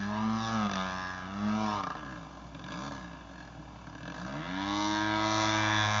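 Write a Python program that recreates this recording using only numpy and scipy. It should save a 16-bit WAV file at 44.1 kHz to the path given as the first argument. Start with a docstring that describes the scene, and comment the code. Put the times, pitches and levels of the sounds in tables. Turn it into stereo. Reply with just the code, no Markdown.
"""The buzz of a model plane's two-stroke petrol engine over an open field: two bursts of throttle, a
sputtering idle overhead, then full power as it swoops towards the listener. Each turn of the crankshaft
releases a pressure pulse that excites the resonances of pipe and muffler; shaft and propeller add
harmonic tones, and unburnt mixture pops after missed firings. The ground reflects the exhaust. Beneath
it the air rushes softly and a camera hums; the right channel trails the left."""
import sys
import numpy as np
from scipy import signal
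from scipy.fft import rfft, irfft, next_fast_len
from scipy.io import wavfile
from scipy.ndimage import uniform_filter1d, map_coordinates

SR = 44100
rng = np.random.default_rng(int(sys.argv[2]) if len(sys.argv) > 2 else 0)


def master(y):
    """Save y as 16-bit WAV."""
    cut = np.clip(np.atleast_2d(y).T, -1, 1)
    pcm = np.round(cut * 32767)  # scale
    wavfile.write(sys.argv[1], SR, pcm.astype(np.int16))


N = 264600
TIME = np.arange(N) / SR

# Resonances of the muffler. Each row: frequency in Hz, relative gain in dB.
MUFFLER_RESPONSE = [(60, -20), (100, -11.5), (170, 2), (230, -2), (305, 5.5), (400, -17.5), (470, -5.5)]
# Hard firings after missed ones. Each row: start in seconds, relative level in dB, rasp offset in dB.
AFTERFIRES = [(0.695, -20.5, -17), (0.714, -15, -16), (0.735, -16, -14.5), (0.756, -20, -9.5),
              (1.836, -19, -15.5), (1.869, -16.5, -22.5), (1.903, -16.5, -23), (1.952, -19, -26.5),
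              (2.03, -24.5, -24), (2.548, -29.5, -13.5), (2.594, -32, -16), (2.641, -30.5, -11.5),
              (2.664, -28.5, -17), (2.685, -26, -18), (2.705, -26.5, -16.5), (2.91, -27.5, -24),
              (3.593, -38, -23), (3.87, -29.5, -17.5), (3.897, -31, -20), (3.951, -30.5, -17.5),
              (4.031, -29.5, -18), (4.078, -25.5, -14.5), (4.1, -24, -20), (4.121, -25.5, -20),
              (4.249, -26.5, -20)]


def crankshaft():
    """Turns per second as heard: inertia makes speed lag the throttle; the Doppler effect lowers it."""
    # Each row: start in seconds, speed the shaft heads for in turns per second.
    throttle = [(0.0, 100.4), (0.04, 114.5), (.32, 113.6), (0.545, 74.3), (0.792, 90.8), (1.25, 112),
                (1.615, 92), (1.755, 48.2), (1.99, 27), (2.533, 53.8), (2.69, 88.3), (2.897, 32.6),
                (3.926, 51), (4.107, 80.7), (4.337, 107), (5.069, 108.3)]
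    spin_up_s, run_down_s, servo_s = .204, .369, .06
    speed = np.full(N, float(throttle[0][1]))
    for start, goal in throttle[1:]:
        at = int(start * SR)
        lag = spin_up_s if goal > speed[at] else run_down_s
        speed[at:] = goal + (speed[at] - goal) * np.exp(-TIME[:N - at] / lag)
    doppler = 1 - .048 * np.maximum(TIME - 5.373, 0)  # as the plane draws level
    return doppler * uniform_filter1d(speed, int(servo_s * SR), mode="nearest")


def firings(speed, turns, evenness):
    """Cycle-to-cycle variation: one firing a turn, less regular in time and size at idle."""
    port_phase = .27
    at = np.interp(np.arange(int(turns[-1])) + port_phase, turns, np.arange(N))
    slack = 1 - evenness[at.astype(int)]
    chance = rng.standard_normal((len(at), 2))
    spread_db, jitter_s = .5 + 1.2 * slack, .000004 + .00007 * slack
    equal_power = np.sqrt(SR / speed[at.astype(int)])  # the same mean power at any speed
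    return at / SR + jitter_s * chance[:, 1], amp(spread_db * chance[:, 0]) * equal_power


def puffs(times, sizes, rough, decay_s):
    """Each port opening gives a pressure pulse and a dying jet; rough is the turbulent share of power."""
    fall = np.exp(-np.arange(SR // 20) / SR / decay_s)
    power = np.abs(signal.fftconvolve(pulses(times, sizes ** 2), fall / fall.sum())[:N])
    rough = np.clip(rough, 0, 1)
    return np.sqrt(1 - rough) * pulses(times, sizes) + np.sqrt(rough * power) * rng.standard_normal(N)


def exhaust(times, sizes, levels_db, load):
    """Source and filter: firings excite a low bark and a high rasp; growl and edge are their tops."""
    bark_db, growl_db, rasp_db, edge_db = levels_db
    rocking_db = 4.5  # the colour drifts as the plane rocks
    growl_db = growl_db + rocking_db * wobble(4.615)
    edge_db = edge_db + rocking_db * wobble(4.7)
    bark_rough, rasp_rough = turbulence(load)
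    strokes = puffs(times, sizes, bark_rough, decay_s=.004)
    bark = pipe(dispersion(strokes, spread_s=.0015, centre_hz=950), 488, 2045)
    jets = puffs(times, sizes, rasp_rough, decay_s=.006)
    rasp = dispersion(pipe(jets, 2250, 6750), spread_s=.0006, centre_hz=4000)
    outflow = amp(bark_db) * shelf(bark, growl_db, 1360) + amp(rasp_db) * shelf(rasp, edge_db, 3730)
    return wing_reflection(flares(outflow), strength=.25 + .12 * (1 - ramp(2.6, 4.4)), lag_s=.00108)


def turbulence(load):
    """Turbulent shares of bark and rasp: greater at idle and in the fuselage's acoustic shadow."""
    # Each row: centre and half width in seconds, share added to the bark, share added to the rasp.
    shadows = [(.17, .2, .27, .45), (.55, .12, .1, .05), (1.38, .15, .3, .4), (1.66, .15, .14, .4),
               (4.5, .14, .2, .1), (5.4, .3, .08, .17)]
    bark_shadow, rasp_shadow = bells(shadows)
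    slack, head_on, abreast = 1 - load, ramp(4.3, 5.7), ramp(5.2, 5.8)
    bark = .04 + .27 * slack + .09 * abreast + bark_shadow
    rasp = .27 + .45 * slack - .13 * head_on + rasp_shadow
    return bark, rasp


def pipe(x, lo_hz, hi_hz):
    """Resonance and directivity: the pipe's colour changes as the plane climbs, idles, dives and nears."""
    # One spectrum for each attitude. Each row: frequency in Hz, relative gain in dB.
    climbing = [(420, 8.5), (560, -1), (760, -7.5), (980, -4), (1220, 5.5), (1440, -10), (1650, -3),
                (1850, -3), (2060, -13.5), (2300, -17.5), (2900, -22.5), (3550, -21.5), (4000, -18.5),
                (4600, -24.5), (5400, -20.5), (7000, -30.5)]
    idling = [(420, 0), (560, 4.5), (780, -15), (980, -6.5), (1200, -6.5), (1420, -14), (1650, -1.5),
              (1870, -12.5), (2080, -14.5), (2300, -17.5), (2620, -16.5), (2900, -21), (3550, -19.5),
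              (4600, -23.5), (5600, -27.5), (7000, -26.5)]
    diving = [(420, -1.5), (560, 1.5), (780, -7.5), (980, 1), (1200, -1.5), (1420, -5), (1650, -3),
              (1900, -1.5), (2250, -10), (2600, -24.5), (3100, -16), (3700, -11), (4300, -13), (4700, -22),
              (5600, -14.5), (7000, -28)]
    nearby = [(420, -3.5), (560, 5.5), (780, -4), (1000, 4), (1200, 4.5), (1420, -6.5), (1650, -2),
              (1900, 1), (2300, -6.5), (2900, -21), (3500, -8), (4600, -21.5), (5600, -13.5), (7000, -23.5)]
    idle, dive, close = ramp(1.9, 2.1), ramp(4.28, 4.61), ramp(4.98, 5.39)
    shares = [(climbing, 1 - idle), (idling, idle - dive), (diving, dive - close), (nearby, close)]
    return sum(share * resonator(x, colour, lo_hz, hi_hz) for colour, share in shares)


def dispersion(x, spread_s, centre_hz):
    """Group delay rises with frequency: the muffler lets the lows out first, as a short upward chirp."""
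    def response(hz):
        offset_hz = np.minimum(hz, 3 * centre_hz) - centre_hz
        return np.exp(-1j * np.pi * spread_s * offset_hz ** 2 / centre_hz)
    return filtered(x, response)


def loudness(speed, full_db, per_octave_db, approach_db=0):
    """A power law of speed, in dB, plus the gain from less spreading loss as the plane closes in."""
    full_speed = 105  # turns per second
    return full_db + per_octave_db * np.log2(speed / full_speed) + approach_db * ramp(4.34, 5.58)


def exhaust_levels(speed):
    """Radiation grows with speed, and swells as the pipe faces the listener or the engine labours."""
    # Each row: centre and half width in seconds, then dB added to bark, growl, rasp, edge and boom.
    swells = [(.02, 0.055, -1.5, 13, 2.5, 3, 0), (0.161, 0.034, -0.5, 2, 3, -3, 0),
              (0.467, 0.08, 0, -2, 0.5, 4, 0), (0.781, 0.34, 7, -4.5, 8.5, -2.5, 0),
              (1.3, .1, -2, -0.5, -1.5, -6, 0), (1.49, 0.068, 0.5, 7.5, 1.5, -3, 0),
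              (1.761, 0.21, 4.5, -1.5, 6.5, 0.5, -6), (2.11, 0.056, 4.5, 2, 1.5, 8, 5.5),
              (2.7, 0.046, 1.5, -6, 12.5, -3, 5.5), (2.8, 0.17, 7.5, 1, 6.5, 4, 5),
              (3.41, 0.056, 4.5, 3.5, 6, 0, 2), (4.09, 0.23, 8.5, 6, 9, -0.5, 4),
              (4.379, 0.1, 1.5, 0, 2, -5.5, 5.5), (4.74, 0.26, 0.5, -4.5, 7.5, -2, 16),
              (5.32, 0.28, 0.5, 2, 2, 3.5, 0), (5.809, 0.089, -0.5, 4.5, 1, 2.5, 0),
              (5.961, 0.044, 1, 5.5, 1, 1, 0)]
    bark_db = loudness(speed, -37, 11.7, approach_db=9.66)
    growl_db = loudness(speed, -1.3, 1.3)
    rasp_db = loudness(speed, -48, 11.9, approach_db=14.7)
    edge_db = np.full(N, -.35)
    boom_db = loudness(speed, -42, 7.5)
    return bells(swells) + [bark_db, growl_db, rasp_db, edge_db, boom_db]


def flares(x):
    """Directivity: as the plane rolls, single bands of the exhaust briefly stand out or fade."""
    # Each row: centre and half width in seconds, frequency in Hz, gain in dB.
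    lobes = [(0.139, 0.058, 650, 8.5), (.15, 0.07, 930, 10), (.26, 0.049, 1440, 4), (.42, 0.076, 5200, 6),
             (.45, 0.048, 3620, 9.5), (.48, 0.1, 780, 2), (.53, 0.075, 1265, 5), (.4, 0.24, 1014, -5),
             (.55, 0.065, 6000, 4), (.77, .1, 3500, 9), (.79, 0.055, 4680, 3), (.95, .2, 1150, 2),
             (1.78, .09, 1100, -2), (.15, .2, 4400, 2), (5.1, .12, 4400, 2), (1.041, 0.1, 5240, 7),
             (1.6, 0.069, 1700, -12), (1.7, 0.061, 5300, 7), (1.62, 0.11, 1130, 0.5),
             (2.84, .08, 990, -0.5), (3.41, 0.08, 4350, 8), (4.25, 0.11, 1340, 5), (4.351, 0.2, 1900, 5.5),
             (4.55, 0.13, 990, -1), (4.6, 0.18, 1536, -6), (4.68, 0.19, 5800, -5.5), (5, .08, 1900, -1.5),
             (5.17, 0.13, 6000, -6.5), (5.359, 0.21, 4200, 5.5), (5.53, 0.043, 5400, 2.5),
             (5.75, 0.062, 1840, 5), (5.8, 0.056, 3670, 7)]
    def band(centre_hz, relative_width=.077):
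        return filtered(x, lambda hz: np.exp(-((hz / centre_hz - 1) / relative_width) ** 2))
    return x + sum((amp(db) - 1) * bell(s, width) * band(hz) for s, width, hz, db in lobes)


def wing_reflection(x, strength, lag_s):
    """Comb filtering: the path by way of the wing drifts, so the overtones swell in turn."""
    reflection = delayed(x, lag_s * (1 + .2 * wobble(3)))
    return (x + strength * reflection) / np.sqrt(1 + strength ** 2)


def muffler(times, sizes, boom_db, powered):
    """Cavity resonance: throttled back, single firings thud in the muffler with a clear, low pitch."""
    strokes = puffs(times, sizes, rough=.02, decay_s=.008)
    return amp(boom_db) * np.sqrt(1 - powered ** 2) * resonator(strokes, MUFFLER_RESPONSE, 94, 407)


def misfires(times, depth_db):
    """Incomplete combustion: the gain dips just before a pop and on the turn that the pop replaces."""
    before_s, after_s = .021, .008
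    until_pop = np.transpose(AFTERFIRES)[0] - times[:, None]
    return amp(depth_db * np.any((until_pop > -after_s) & (until_pop < before_s), axis=1))


def pops():
    """Impulse excitation: unburnt mixture goes off in one hard firing that rings pipe and muffler."""
    times, level_db, rasp_db = np.transpose(AFTERFIRES)
    bark = puffs(times, amp(level_db + 14), rough=.3, decay_s=.0013)
    crack = puffs(times, amp(level_db + rasp_db + 22), rough=.6, decay_s=.0015)
    thud = amp(-16) * pulses(times, np.ones(len(times)))
    return pipe(bark, 480, 1950) + pipe(crack, 2240, 6450) + resonator(thud, MUFFLER_RESPONSE, 85, 411)


def drone(turns, speed, powered):
    """Rotational harmonics: under power, shaft and two-blade propeller radiate four clean tones."""
    # The second harmonic leads the climb, the third the dive. Each row: time in seconds, level in dB.
    second_climb = [(0, -32.5), (.14, -33.5), (.27, -25.5), (.38, -30.5), (.46, -39.5), (.55, -29),
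                    (.66, -28.5), (.7, -36.5), (.74, -33.5), (.85, -36.5), (1.14, -50), (1.33, -39.5),
                    (1.45, -27), (1.66, -30.5), (1.85, -47.5)]
    third_dive = [(4.4, -41), (4.54, -34.5), (4.78, -26.5), (5.56, -26.5), (5.77, -30.5), (6, -55.5)]
    diving, banked, close = TIME > 3, ramp(.7, 1.5), ramp(4.84, 6.3)
    levels_db = [loudness(speed, -43.5, 44) - 2 * banked - 2 * diving + 17.5 * close,
                 np.where(diving, -39.5, curves(second_climb)[0]),
                 np.where(diving, curves(third_dive)[0], loudness(speed, -45, 28) + 5 * banked),
                 loudness(speed, -48, 39, approach_db=.45) + 3 * wobble(16)]
    tones = sum(amp(db + 1.1 * wobble(25)) * np.cos(2 * np.pi * order * (turns - .45))
                for order, db in enumerate(levels_db, 1))
    return np.sqrt(2) * powered * tones


def idle_drone(turns, powered):
    """Throttled back, the shaft's third harmonic joins the firings into one rising and falling note."""
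    # Each row: time in seconds, level in dB.
    third_idle = [(1.85, -49), (1.96, -56), (2.08, -50), (2.25, -70), (2.4, -55), (2.62, -64), (2.78, -43),
                  (2.92, -57), (3.08, -49.5), (3.3, -64), (3.45, -57), (3.8, -68), (4, -53), (4.22, -43.5),
                  (4.4, -56)]
    tone = np.sqrt(2) * np.cos(2 * np.pi * 3 * (turns - .34))
    return (1 - powered) * amp(curves(third_idle)[0]) * tone


def field(x, load, t60_s):
    """Reflection and scattering: grass returns a dull echo, bushes and cars a tail, most at idle."""
    # Each row: time in seconds, echo delay in seconds, reflection coefficient.
    ground = [(0, 0.0047, 0.67), (.75, 0.0057, 0.36), (1.1, 0.0059, 0.38), (1.92, 0.0067, 0.7),
              (2.1, 0.0067, 0.68), (5, .0063, 0.65), (5.4, 0.0063, 0.51), (6, 0.0056, 0.058)]
    lag_s, bounce = curves(ground)
    echo = bounce * filtered(delayed(x, lag_s), lambda hz: 1 / (1 + (hz / 2000) ** 2))
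    t = TIME[:SR // 2]
    tail = rng.standard_normal(len(t)) * amp(-60 * t / t60_s) * (1 - np.exp(-t / .027))
    scatter_db = -10 - 7 * load
    return x + echo + signal.fftconvolve(amp(scatter_db) * x, tail / np.linalg.norm(tail))[:N]


def microphones(x):
    """Decorrelation: nearby things scatter the treble, so it differs between the two microphones."""
    # Each row: frequency in Hz, scattered share of the power.
    scattered = [(600, .005), (1400, .06), (3600, .1), (4800, .22), (7000, .3)]
    t, t60_s = TIME[:SR // 20], .04
    tail = unit(rng.standard_normal(len(t)) * amp(-60 * t / t60_s)) / np.sqrt(len(t))
    side = filtered(signal.fftconvolve(x, tail)[:N], lambda hz: np.sqrt(along(scattered, hz)))
    direct = filtered(x, lambda hz: np.sqrt(1 - along(scattered, hz)))
    return np.array([direct + side, direct - side])


def background():
    """The noise floor: a low hum, modulated in phase and level, and the broadband rush of the air."""
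    # Each row: frequency in Hz, relative level in dB.
    air_spectrum = [(25, -17.5), (45, -21), (65, -25.5), (100, 1.5), (400, 0.5), (1500, -10), (2500, -18.5),
                    (6500, -24), (8000, -36)]
    hum = np.sqrt(2) * np.sin(2 * np.pi * 61 * TIME + .39 * wobble(29))
    air = unit(filtered(rng.standard_normal(N), lambda hz: amp(along(air_spectrum, hz))))
    return amp(-54.5 + 1.3 * wobble(9.6)) * hum + amp(-47.5) * air


def resonator(x, colour, lo_hz, hi_hz, size=8192, order=12):
    """A minimum-phase filter of unit energy rings with one band of a spectrum."""
    hz = np.fft.rfftfreq(size, 1 / SR) + 1
    skirts = np.sqrt((1 + (lo_hz / hz) ** order) * (1 + (hz / hi_hz) ** (2 * order)))
    gain = amp(along(colour, hz)) / skirts
    cepstrum = irfft(np.log(gain + 1e-5))[:size // 2]
    cepstrum[1:] *= 2  # folding the cepstrum makes the response causal
    response = irfft(np.exp(rfft(cepstrum, size)))[:size // 4]
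    return signal.fftconvolve(x, response / np.linalg.norm(response))[:N]


def shelf(x, gain_db, corner_hz):
    """A shelving filter sets the part above the corner gain_db higher than the part below."""
    upper = filtered(x, lambda hz: 1 - 1 / (1 + (hz / corner_hz) ** 12))
    return amp(-gain_db / 3) * (x - upper) + amp(2 * gain_db / 3) * upper


def filtered(x, response):
    """Linear filtering: the spectrum of x times a complex frequency response."""
    size = next_fast_len(N + SR // 2)
    return irfft(rfft(x, size) * response(np.fft.rfftfreq(size, 1 / SR)), size)[..., :N]


def delayed(x, lag_s):
    """Propagation delay along a path of changing length."""
    return np.interp(TIME - lag_s, TIME, x, left=0)


def pulses(times, sizes, half_taps=8):
    """Band-limited impulses: windowed sincs placed between samples."""
    at = np.asarray(times)[:, None] * SR
    taps = np.floor(at).astype(int) + np.arange(1 - half_taps, half_taps + 1)
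    shape = np.sinc(taps - at) * np.cos(np.pi * (taps - at) / (2 * half_taps)) ** 2
    inside = (taps >= 0) & (taps < N)
    return np.bincount(taps[inside], (shape * sizes[:, None])[inside], N)


def amp(db):
    """Decibels to amplitude ratio."""
    return 10 ** (np.asarray(db) / 20)


def unit(x):
    """x at rms 1."""
    return x / np.sqrt(np.mean(x ** 2) + 1e-20)


def along(points, hz):
    """Interpolation of (Hz, value) points on a logarithmic axis."""
    knots_hz, values = np.transpose(points)
    return np.interp(np.log(hz + 1), np.log(knots_hz), values)


def curves(rows):
    """Linear envelopes, one for each column after the time."""
    times, *columns = np.transpose(rows)
    return [np.interp(TIME, times, column) for column in columns]


def ramp(start_s, end_s):
    """A linear rise from 0 to 1."""
    return np.clip((TIME - start_s) / (end_s - start_s), 0, 1)


def bell(centre_s, width_s):
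    """A Gaussian envelope."""
    return np.exp(-((TIME - centre_s) / width_s) ** 2)


def bells(rows):
    """Summed Gaussian envelopes, one sum for each column after centre and half width."""
    return sum(np.outer(heights, bell(centre_s, width_s)) for centre_s, width_s, *heights in rows)


def wobble(rate):
    """Smooth random modulation with rate knots a second."""
    return map_coordinates(rng.standard_normal(int(N * rate / SR) + 4), [TIME * rate])


def scene():
    """Superposition: the crankshaft times firings and tones, which add to the pops and background."""
    speed = crankshaft()
    turns = np.cumsum(speed) / SR
    load = np.clip((speed - 55) / 42, 0, 1)
    powered = np.clip((speed - 76) / 13, 0, 1)
    pull = np.clip(np.gradient(speed) * SR / 70, 0, 1)  # an engine gaining speed fires evenly
    times, sizes = firings(speed, turns, evenness=np.maximum(load, pull))
    stumble = uniform_filter1d(misfires(TIME, depth_db=-1), size=400)
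    *exhaust_db, boom_db = exhaust_levels(speed)
    buzz = exhaust(times, sizes * misfires(times, depth_db=-8), exhaust_db, load)
    engine = buzz + muffler(times, sizes, boom_db, powered) + pops()
    outdoors = field(engine, load, t60_s=.33)
    tones = stumble * drone(turns, speed, powered) + idle_drone(turns, powered)
    return microphones(outdoors + tones + background())


def record(dry):
    """Phase and level differences set the channels apart; faint hiss and a steep low-pass follow."""
    # Each row: frequency in Hz, level of the left channel over the right in dB.
    balance = [(100.0, 1.5), (200.0, -0.5), (420.0, 3), (740.0, -4.5), (860.0, 19.5), (1020.0, -8.5),
               (1200.0, -12.5), (1420.0, 4.5), (1650.0, -12.5), (1900.0, 3), (2600.0, 3.5), (3500.0, 3),
               (6500.0, 9.5)]
    # Each row: frequency in Hz, phase lag of the right channel in radians.
    phase_lag = [(0, 0), (640, 4.5), (800, 7.5), (900, 5), (1150, 8), (1250, 11), (1370, 12.1),
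                 (1520, 10.5), (1760, 15), (2000, 15.5), (2300, 19), (2750, 26), (2950, 26.5), (3270, 29.5),
                 (4200, 36), (4650, 42), (5080, 46.5), (5600, 52.5), (6290, 60.5), (7400, 70)]
    def channels(hz):
        ratio = amp(along(balance, hz))
        lag = np.exp(-1j * np.interp(hz, *np.transpose(phase_lag)))
        return np.array([ratio, lag]) * np.sqrt(2 / (1 + ratio ** 2))
    hiss = amp(-65.5) * rng.standard_normal((2, N))
    cutoff_hz = 7300
    return filtered(filtered(dry, channels) + hiss, lambda hz: 1 / np.sqrt(1 + (hz / cutoff_hz) ** 80))


dry = scene()
out = record(dry)
master(out)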